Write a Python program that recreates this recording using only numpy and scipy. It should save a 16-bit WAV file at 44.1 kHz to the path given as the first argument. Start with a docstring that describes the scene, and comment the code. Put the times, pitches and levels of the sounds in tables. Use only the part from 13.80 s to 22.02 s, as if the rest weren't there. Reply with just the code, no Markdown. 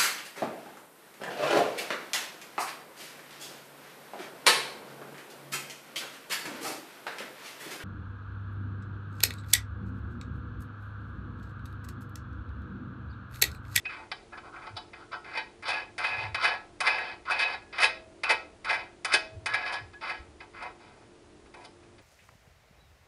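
"""Close in mono on a steel nut on a bolt through a hollow steel base disc, in a carpeted room.
Ventilation, filtered noise with fan tones, hums throughout. At first the nut only knocks and scrapes.
From 1.4 s come twelve flicks: a finger taps the nut, grips it and slips off, and the nut coasts, rattling
in its loose thread. Contact forces ring modes of bolt and disc; soft sine thuds are the disc on carpet.
After the last flick at 6.2 s the nut's turns are slow and quiet."""
import sys
import numpy as np
from scipy import signal
from scipy.fft import rfft, irfft
from scipy.io import wavfile
from scipy.ndimage import uniform_filter1d

SR = 44100
rng = np.random.default_rng(int(sys.argv[2]) if len(sys.argv) > 2 else 0)


def wav_out(sig):
    """Save sig, one row per channel (or a flat mono array), as 16-bit PCM at SR to the path in sys.argv[1]."""
    wavfile.write(sys.argv[1], SR, np.round(np.clip(np.atleast_2d(sig).T, -1, 1) * 32767).astype(np.int16))


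N = 362502
TIME = np.arange(N) / SR
CLOCK = np.arange(0, N / SR + .001, .001)   # slow clock for level curves, t/s

# ventilation rush, relative spectrum: f/Hz, level/dB
AIR_SPECTRUM = [(15, -42.5), (25, -5), (103, -7), (166, -12.5), (230, -9.5), (268, -12.5), (345, -8.5),
                (372, -9.5), (455, -9.5), (491, -22.5), (543, -12), (834, -18.5), (995, -19), (1100, -20.5),
                (10400, -36), (13500, -95), (22000, -120)]
# fan tones: f/Hz, mean peak level/dB
FAN_TONES = [(100, -69), (302, -64.5), (349, -61), (399, -70), (453, -69)]
# single knocks of nut on thread: t/s, relative level/dB, then shares/dB: dull, bright, top
NUT_KNOCKS = [(0.0534, -24.5, -12.5, -11.5, -49), (0.3151, -22.5, -4, -2, -22.5),
              (0.5307, -52, -1, -17, -28), (0.5756, -34.5, -1, -7.5, -30), (0.7602, -34, -8, -21, -32),
              (0.8674, -36, 3, -4, -28), (0.967, -31.5, 0, 4.5, -13), (1.1328, -32.5, -6.5, -12, -34),
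              (1.3315, -31, -6, -22, -36), (3.1836, -16.5, -22, -26, -29), (3.983, -15, -14, -16, -26),
              (5.3202, -15, -22, -14, -21), (6.1328, -44.5, 2, -3, -27), (6.6036, -32.5, -22, -10, -34),
              (6.8249, -31, 0.5, -7.5, -15), (7.659, -49.5, 0, -7, -17), (7.7397, -37.5, -2, -10, -15),
              (7.8483, -47.5, -2, 9, 2), (8.0293, -50, -8, -7, -16), (8.182, -47.5, -6, -1, -24)]
# modes of the disc with its bolt: f/Hz, undamped width/Hz, relative level/dB
DISC_MODES = [(493.8, 11, -14.5), (689, 9.6, -6), (743, 28, -8.5), (802, 6.2, -11.5), (883, 22, -7),
              (984, 25, -7.5), (1085, 38, -13), (1310.5, 38, -7.5), (1446, 38, -11), (1560, 48, -2),
              (1664, 19, 3), (1891, 50, -3.5), (2066, 67, 0), (2344, 81, -3.5), (2404, 46, -29.5),
              (2524, 44, 0.5), (3002, 56, -4), (3172, 23.5, -3.5), (3497, 21.6, -1), (3790, 43, -10),
              (3880, 14, -0.5), (4196, 37, -17.5), (4000, 22, -35), (4670, 230, -7.5), (4790, 36, -14.5),
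              (5066, 15, -4), (5185, 51, -11.5), (5420, 49, -11), (8700, 45, -20.5), (9840, 130, -20.5)]
# crowd of weaker modes between them: f/Hz, relative level/dB
WEAK_MODES = [(150, -47), (300, -33), (520, -20), (800, -17), (1800, -26.5), (2450, -22.5), (2800, -47),
              (3400, -14), (4600, -14.5), (5400, -49.5), (5800, -30), (8300, -33.5), (9200, -28),
              (10500, -75)]
# round trips of bending waves across the disc: t/s
BENDING_TRIPS = [.00029, .00067, .00121, .00263]
# borders of the registers body, rub, ring, bright and top: f/Hz
REGISTER_EDGES = [1020, 1480, 2810, 5750]
# ring time of the room: f/Hz, t60/s
ROOM_DECAY = [(300, 0.64), (800, 0.35), (2000, 0.29), (5000, 0.31), (10000, 0.17)]
# the sliding nut makes the bolt sing: t/s, length/s, relative levels/dB of lower and upper mode,
#   fading of the lower mode/(dB per s)
BOLT_SINGING = [(0.054, .06, -59, -33.5, 222), (0.535, .04, -49.5, -76, 80), (1.92, 0.09, -37, -33.5, 99),
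                (2.248, .2, -43.5, -34.5, 32), (2.547, .02, -62, -34, 248),
                (2.649, 0.13, -31.5, -32.5, 118), (3.065, 0.22, -37.5, -31, 51),
                (3.515, 0.068, -52, -36, 9), (3.609, 0.41, -36, -27.5, 106), (4.027, .07, -53, -20.5, 200),
                (4.441, 0.0145, -60, -27.5, 250), (4.512, .04, -57, -27, 300), (4.894, .08, -52, -39, 159),
                (5.339, .07, -63, -23, 240), (5.692, .3, -41.5, -62, 2), (6.142, .025, -51, -68, 100)]
# the two singing modes: f/Hz, width/Hz
SINGING_MODES = [(1684, 12), (2535, 55)]
# the nut scrapes along the thread, turned slowly or catching as it coasts: t/s, length/s,
#   relative level/dB, then shares/dB: body, rub, bright, top
THREAD_SCRAPES = [ (0.093, 0.072, -43.5, -10, -2, -12, -35), (0.180, 0.05, -55.5, 6.5, 2.5, -12, -25),
                  (0.529, 0.0083, -51.5, 3, 7.5, -12, -24), (0.573, 0.018, -54, -5, 3.5, -13, -28),
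                  (0.638, 0.047, -63, 11.5, 13, -6, -20), (0.731, 0.064, -59, 7, 13.5, -6, -20),
                  (0.818, .07, -52, 0.5, 6, -10, -22), (0.967, 0.014, -48, 5, 1, 1, -29),
                  (1.15, 0.022, -57, 0, 3, -7, -22), (1.191, 0.036, -61, 3, 11.5, -3, -20),
                  (1.323, 0.02, -46.5, 0.5, 9.5, -5.5, -31), (1.35, 0.026, -63.5, 14, -1, -11, -20),
                  (2.267, 0.014, -37.5, -1, -1, -1.5, -16), (2.375, 0.0091, -44, -13, -10, -5.5, -21),
                  (3.595, 0.031, -33.5, -18, -15, -4, -18), (4.929, 0.014, -32.5, -8, -14, -14, -21),
                  (5.861, 0.015, -34.5, -6.5, -8, -6.5, -26), (5.928, 0.011, -36, 0.5, -6, -3.5, -17),
                  (6.606, .022, -51.5, -0.5, -3, -12, -30), (6.742, 0.053, -49, -8, -1.5, -15, -30),
                  (6.81, 0.058, -46.5, 4, 0.5, -12, -28), (7.003, 0.088, -61.5, 3.5, 0, -4.5, -20),
                  (7.115, 0.13, -67.5, 4, 2.5, -7, -14), (7.744, 0.077, -60, 7.5, -19, -7, -13),
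                  (7.84, 0.007, -60, 11, 6, -2, -6)]
# soft bumps of the disc on the carpet: t/s, relative level/dB, mean f/Hz, Gaussian spread/s
CARPET_BUMPS = [(0.942, -48.5, 98.6, 0.023), (2.382, -51, 108, 0.015), (2.483, -47, 105, 0.089),
                (5.575, -39.5, 105, 0.025), (5.697, -51.5, 94.9, 0.083), (6.047, -48, 96.2, 0.043),
                (6.407, -49, 59, 0.015), (6.515, -52.5, 74.7, 0.048)]
# finger flicks that spin the nut: touch t/s, slip-off t/s, coast length/s, then relative levels/dB:
#   tap, fingernail edge of the tap, grip, roll, snap, spin-up; then spin-up rise/s, brightness/dB,
#   coast level/dB, slowing/(dB per s; below zero the level grows)
FINGER_FLICKS = [ (1.444, 1.571, 0.039, -37, -10, -49, -40, -29, -31, 0.047, -2.5, -43.5, 62),
                 (1.824, 1.888, 0.13, -34.5, 7, -42.5, -33.5, -24, -36, 0.051, 6.5, -31, 81),
                 (2.18, 2.244, 0.21, -22.5, 8, -37.5, -35, -15.5, -37, 0.032, 3, -39.5, -6),
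                 (2.545, 2.646, 0.095, -15.5, 0.5, -44.5, -26, -36, -26, 0.058, 0.5, -35, 24),
                 (3.004, 3.072, 0.26, -15.5, 11.5, -36, -27.5, -14, -25.5, 0.026, -1.5, -32.5, 47),
                 (3.453, 3.51, 0.23, -35.5, -8, -52, -28.5, -19, -30, 0.036, -1, -36, 6),
                 (3.927, 4.029, 0.021, -31, -7, -47, -26, -40, -22.5, 0.062, 1, -38, 118),
                 (4.434, 4.5, 0.016, -16.5, 3.5, -38.5, -31, -10, -22, 0.013, 1, -23.5, 100),
                 (4.846, 4.898, 0.14, -24.5, 5.5, -43.5, -31.5, -14, -30.5, 0.044, -3.5, -31, 118),
                 (5.247, 5.337, 0.022, -16, 13.5, -40, -33, -13, -20, 0.014, 1.5, -34, 100),
                 (5.659, 5.74, 0.24, -16.5, 10.5, -40.5, -36, -12, -30.5, 0.0096, 1.5, -38.5, 19),
                 (6.211, 6.299, 0.045, -34, -11, -39, -39, -25, -38, 0.087, -1, -42.5, 80), ]
# colour of each phase of a flick against its ring level: body/dB, rub/dB, bright/dB, top/dB
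TAP_SHARES = (-8.5, -7.5, -7.5, -21)
GRIP_SHARES = (-3.5, -0.5, -9.5, -17.5)
SPIN_SHARES = (-6.5, -19.5, -5.5, -16)
COAST_SHARES = (-1.5, -7.5, -9, -20)
SNAP_SHARES = (-12, -9, -15.5, -26)
# heavy jolts that shake the whole disc: t/s, relative level/dB, centre of the push f/Hz
DISC_JOLTS = [(4.031, -32, 550), (4.504, -34, 486), (5.34, -31.5, 363), (5.347, -34, 675)]
# deep modes of the disc: f/Hz, relative level/dB, t60/s
DEEP_DISC_MODES = [(328, -2, 0.11), (372, 2, .11), (440, 4, 0.12), (500, -3.5, 0.3), (522, -6.5, 0.4),
                   (644, -5.5, 0.84)]

ATTACK_S, RELEASE_S = 0.0089, 0.047   # time in which a rattle rises or falls by 20 dB
BITE_DB, BITE_S = 2.5, 0.0053   # a scrape bites harder as it breaks loose
SCRAPE_RELEASE_S = 0.048   # time in which a scrape falls by 20 dB
ROLL_LEAD_S, ROLL_RISE_S = 0.011, 0.062   # the fingertip rolls over the nut just before it slips off
SPIN_UP_HOLD_S = 0.0084   # the nut keeps its top speed this long
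SPIN_DOWN_S, SPIN_DOWN_SHARE = 0.013, 0.82   # the spin-up falls in this time plus a share of its rise
UPPER_FADES = 1.62   # how much faster the upper singing mode fades


def from_db(db):
    """Decibels to gain."""
    return 10 ** (np.asarray(db) / 20)


def unit_energy(x):
    """Scale so that the squares sum to one."""
    return x / np.sqrt(np.sum(x ** 2) + 1e-20)


def at_hz(points, hz):
    """Read a table on a log-frequency axis."""
    f, value = np.transpose(points)
    return np.interp(np.log(np.maximum(hz, 1)), np.log(f), value)


def at_samples(curve):
    """Read a curve of the slow clock at every sample."""
    return np.interp(TIME, CLOCK, curve)


def cut(x, hz, kind, order=4):
    """Causal Butterworth filter."""
    return signal.sosfilt(signal.butter(order, hz, kind, fs=SR, output="sos"), x)


def drift(per_s):
    """Random wander about zero: normal values joined by straight lines, per_s of them a second."""
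    knots = rng.standard_normal(N // 20)
    return np.interp(TIME * per_s, np.arange(len(knots)), knots)


def coloured(spectrum, size):
    """Noise of rms 1 with the given spectrum and random phases."""
    hz = np.fft.rfftfreq(size, 1 / SR)
    phases = np.exp(2j * np.pi * rng.random(len(hz)))
    noise = irfft(from_db(at_hz(spectrum, hz)) * phases, size)
    return unit_energy(noise) * np.sqrt(size)


def ventilation(air_db=-56, unsteady=0.4, lowest_hz=34):
    """Steady rush behind the disc, with fan tones that waver in phase and strength."""
    tones = np.zeros(N)
    for hz, db in FAN_TONES:
        tone = np.sin(2 * np.pi * hz * TIME + unsteady * drift(23))
        tones += from_db(db) * tone * (1 + unsteady * drift(12))
    rush = from_db(air_db) * coloured(AIR_SPECTRUM, size=N)
    return cut(rush, lowest_hz, "high", order=1) + tones


def knocks(level_db=13.5, bounce=0.41, bounce_s=.0045):
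    """Forces of single knocks and of each flick's tap and snap, each with two fading rebounds."""
    blows = [(s, db, (dull, dull, bright, top)) for s, db, dull, bright, top in NUT_KNOCKS]
    for touch, slip, _, tap_db, nail_db, _, _, snap_db, *_ in FINGER_FLICKS:
        blows.append((touch, tap_db, np.add(TAP_SHARES, [0, 0, 0, nail_db])))
        blows.append((slip, snap_db, SNAP_SHARES))
    force = np.zeros((5, N))
    all_gaps = rng.uniform(0.54, 1.1, (len(blows), 2))
    for (s, db, (body, rub, bright, top)), gaps in zip(blows, all_gaps):
        blow = from_db(db + level_db + np.array([body, rub, 0, bright, top]))
        for k, delay in enumerate([0, *np.cumsum(gaps * bounce_s)]):
            force[:, min(round((s + delay) * SR), N - 1)] += bounce ** k * blow
    return force


def disc_response(damping=0.97, reflection=0.71):
    """Ring of the steel after one contact: strong modes over weak ones, smeared by trips across the disc."""
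    size = SR // 2
    hz = np.fft.rfftfreq(size, 1 / SR)
    power = from_db(at_hz(WEAK_MODES, hz)) ** 2
    for centre, width, db in DISC_MODES:
        detuning = 2 * (hz - centre) / (width * damping)
        resonance = from_db(db) ** 2 / (1 + detuning ** 2)
        power = power + resonance / (1 + (detuning / 10) ** 2)   # far skirts of neighbours cancel
    cepstrum = irfft(np.log(power) / 2, size)
    spectrum = np.exp(rfft(2 * cepstrum[:size // 2], size))   # minimum phase: nothing sounds before the contact
    for trip in BENDING_TRIPS:
        delay = np.exp(-2j * np.pi * hz * round(trip * SR) / SR)
        spectrum = spectrum * (delay - reflection) / (1 - reflection * delay)   # all-pass: smears, keeps levels
    return irfft(spectrum, size)


def registers(response):
    """Body, rub, ring, bright and top parts: soft contacts stir the first, hard ones the last."""
    edges = REGISTER_EDGES
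    middle = [cut(response, band, "band", order=5) for band in zip(edges, edges[1:])]
    body = cut(response, edges[0], "low", order=6)
    top = cut(response, edges[-1], "high", order=10)
    return [unit_energy(part) for part in [body, *middle, top]]


def room(x, wet_db=-12.0, build_s=0.002):
    """Direct sound plus a weaker diffuse tail that builds up quickly, each band decaying at its own rate."""
    t, tail = TIME[:SR], 0
    edges = np.geomspace(100, 12800, 8)
    for low, high in zip(edges, edges[1:]):
        band = cut(rng.standard_normal(len(t)), [low, high], "band", order=2)
        t60 = at_hz(ROOM_DECAY, np.sqrt(low * high))
        tail = tail + band * from_db(-60 * t / t60)
    tail = unit_energy(tail * (1 - np.exp(-t / build_s)))
    return x + from_db(wet_db) * signal.fftconvolve(x, tail)[:N]


def swell(start, attack_s, hold_s, release_s, fade_db_per_s=0):
    """Attack, fading hold and release, in dB on the slow clock; the ramps are times for 20 dB."""
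    t = CLOCK - start
    ramps = np.maximum(-t, 0) / attack_s + np.maximum(t - hold_s, 0) / release_s
    return np.maximum(-20 * ramps - fade_db_per_s * np.clip(t, 0, hold_s), -200)


def singing(level_db=1.0, evening_s=0.16, attack_s=.006, release_s=.07):
    """Steady feeding by the sliding nut holds two narrow bolt modes at an almost even strength."""
    out = np.zeros(N)
    for k, ((hz, width), fades) in enumerate(zip(SINGING_MODES, (1, UPPER_FADES))):
        r = np.exp(-np.pi * width / SR)
        resonator = [1, -2 * r * np.cos(2 * np.pi * hz / SR), r * r]
        tone = signal.lfilter([1, 0, -1], resonator, rng.standard_normal(N))
        tone = cut(tone, [hz - 3 * width, hz + 3 * width], "band", order=2)
        tone /= np.sqrt(uniform_filter1d(tone ** 2, size=int(evening_s * SR)))
        gain = np.zeros(len(CLOCK))
        for s, length, *levels, fading in BOLT_SINGING:
            shape = swell(s, attack_s, length, release_s, fading * fades)
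            gain += from_db(levels[k] + level_db + shape)
        out += tone * at_samples(gain)
    return out


def contact_power(db, colour, brighter_db=0, hardening=0.66, firm_db=-27):
    """Power in the five registers; harder contacts are shorter, so richer at the top."""
    body, rub, bright, top = colour
    top = top + brighter_db + hardening * (db + brighter_db - firm_db)
    return from_db([db + body, db + rub, db, db + bright + brighter_db, db + top]) ** 2


def scrape_power():
    """Power of the scrapes along the thread: each swells, bites as it breaks loose, and ends."""
    power = np.zeros((5, len(CLOCK)))
    for s, length, db, *colour in THREAD_SCRAPES:
        bite = BITE_DB * np.exp(-np.maximum(CLOCK - s, 0) / BITE_S)
        level = db + bite + swell(s, ATTACK_S, length, SCRAPE_RELEASE_S)
        power += contact_power(level, colour, hardening=0)
    return power


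def rattle(power, per_s=700, uneven_db=6.5, lead_s=0.0039, level_db=-1.0, variety=0.65):
    """Contact forces of the turning nut, one row a register: dense uneven ticks under each stroke."""
    hits = (rng.random(N) < per_s / SR) * rng.choice([-1, 1], N)
    ticks = hits * from_db(uneven_db * np.clip(rng.standard_normal(N), -2, 2))
    ticks = ticks * (1 + variety * rng.standard_normal((5, N)))   # every contact point has its own colour
    ticks /= np.sqrt(uniform_filter1d(ticks ** 2, size=600) + 1e-6)   # the ticks share out the power of the spin
    wobble_db = 1.0 * drift(80)   # the loose nut presses unevenly
    force = []
    for row in np.sqrt(power):
        shifting_db = 1.75 * drift(45)   # its colour shifts as it turns
        force.append(np.interp(TIME + lead_s, CLOCK, row) * from_db(wobble_db + shifting_db))
    return from_db(level_db) * np.array(force) * ticks


def bumps(wander=0.152, lumpy=0.99):
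    """Low, padded, lumpy thuds as the disc rocks on the carpet: wavering sines under Gaussian swells."""
    out = np.zeros(N)
    waver = 1 + wander * drift(90)
    for s, db, hz, spread in CARPET_BUMPS:
        thud = np.sin(2 * np.pi * np.cumsum(hz * waver) / SR)
        out += from_db(db) * np.exp(-.5 * ((TIME - s) / spread) ** 2) * thud
    return out * (1 + lumpy * drift(67))


def flick_power():
    """The finger grips the nut, rolls over it and slips off; the nut spins up and coasts to a stop."""
    power = np.zeros((5, len(CLOCK)))
    for (touch, slip, coast_s, _, _, grip_db, roll_db, _, spin_db, rise_s,
         bright_db, coast_db, slowing) in FINGER_FLICKS:
        fall_s = SPIN_DOWN_S + SPIN_DOWN_SHARE * rise_s
        grip = grip_db + swell(touch + ATTACK_S, ATTACK_S, slip - touch, ATTACK_S)
        roll = roll_db + swell(slip - ROLL_LEAD_S, ROLL_RISE_S, 0, ROLL_RISE_S)
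        spin = spin_db + swell(slip, rise_s, SPIN_UP_HOLD_S, fall_s)
        coast = coast_db + swell(slip, ATTACK_S, coast_s, RELEASE_S, slowing)
        stroke = contact_power(grip, GRIP_SHARES)
        stroke += contact_power(spin, SPIN_SHARES, bright_db)
        stroke += contact_power(coast, COAST_SHARES)
        stroke[1] += from_db(roll) ** 2   # the soft fingertip stirs only the rub register
        power += stroke * (CLOCK >= touch)
    return power


def jolts(reach_octaves=0.26):
    """The hardest flicks ring the disc's deep modes, most of all those near the centre of the push."""
    out, t = np.zeros(N), TIME[:SR]
    for s, db, centre in DISC_JOLTS:
        at = round(s * SR)
        for hz, mode_db, t60 in DEEP_DISC_MODES:
            push = np.exp(-.5 * (np.log2(hz / centre) / reach_octaves) ** 2)
            decay = from_db(db + mode_db - 60 * t / t60)
            out[at:at + SR] += push * decay * np.sin(2 * np.pi * hz * t) * rng.choice([-1, 1])
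    return out


def scene(radiating_hz=270):
    """All contacts ring the same steel, too small to radiate bass, heard in the room."""
    forces = knocks() + rattle(scrape_power() + flick_power())
    rings = registers(disc_response())
    steel = sum(signal.oaconvolve(force, ring)[:N] for force, ring in zip(forces, rings))
    steel = cut(steel + singing() + jolts(), radiating_hz, "high", order=2)
    return (ventilation() + room(steel) + bumps())[None]


def record(dry):
    """One microphone channel, its top cut steeply above 10550 Hz."""
    return signal.sosfilt(signal.ellip(10, .2, 70, 10550, fs=SR, output="sos"), dry)


dry = scene()
out = record(dry)
wav_out(out)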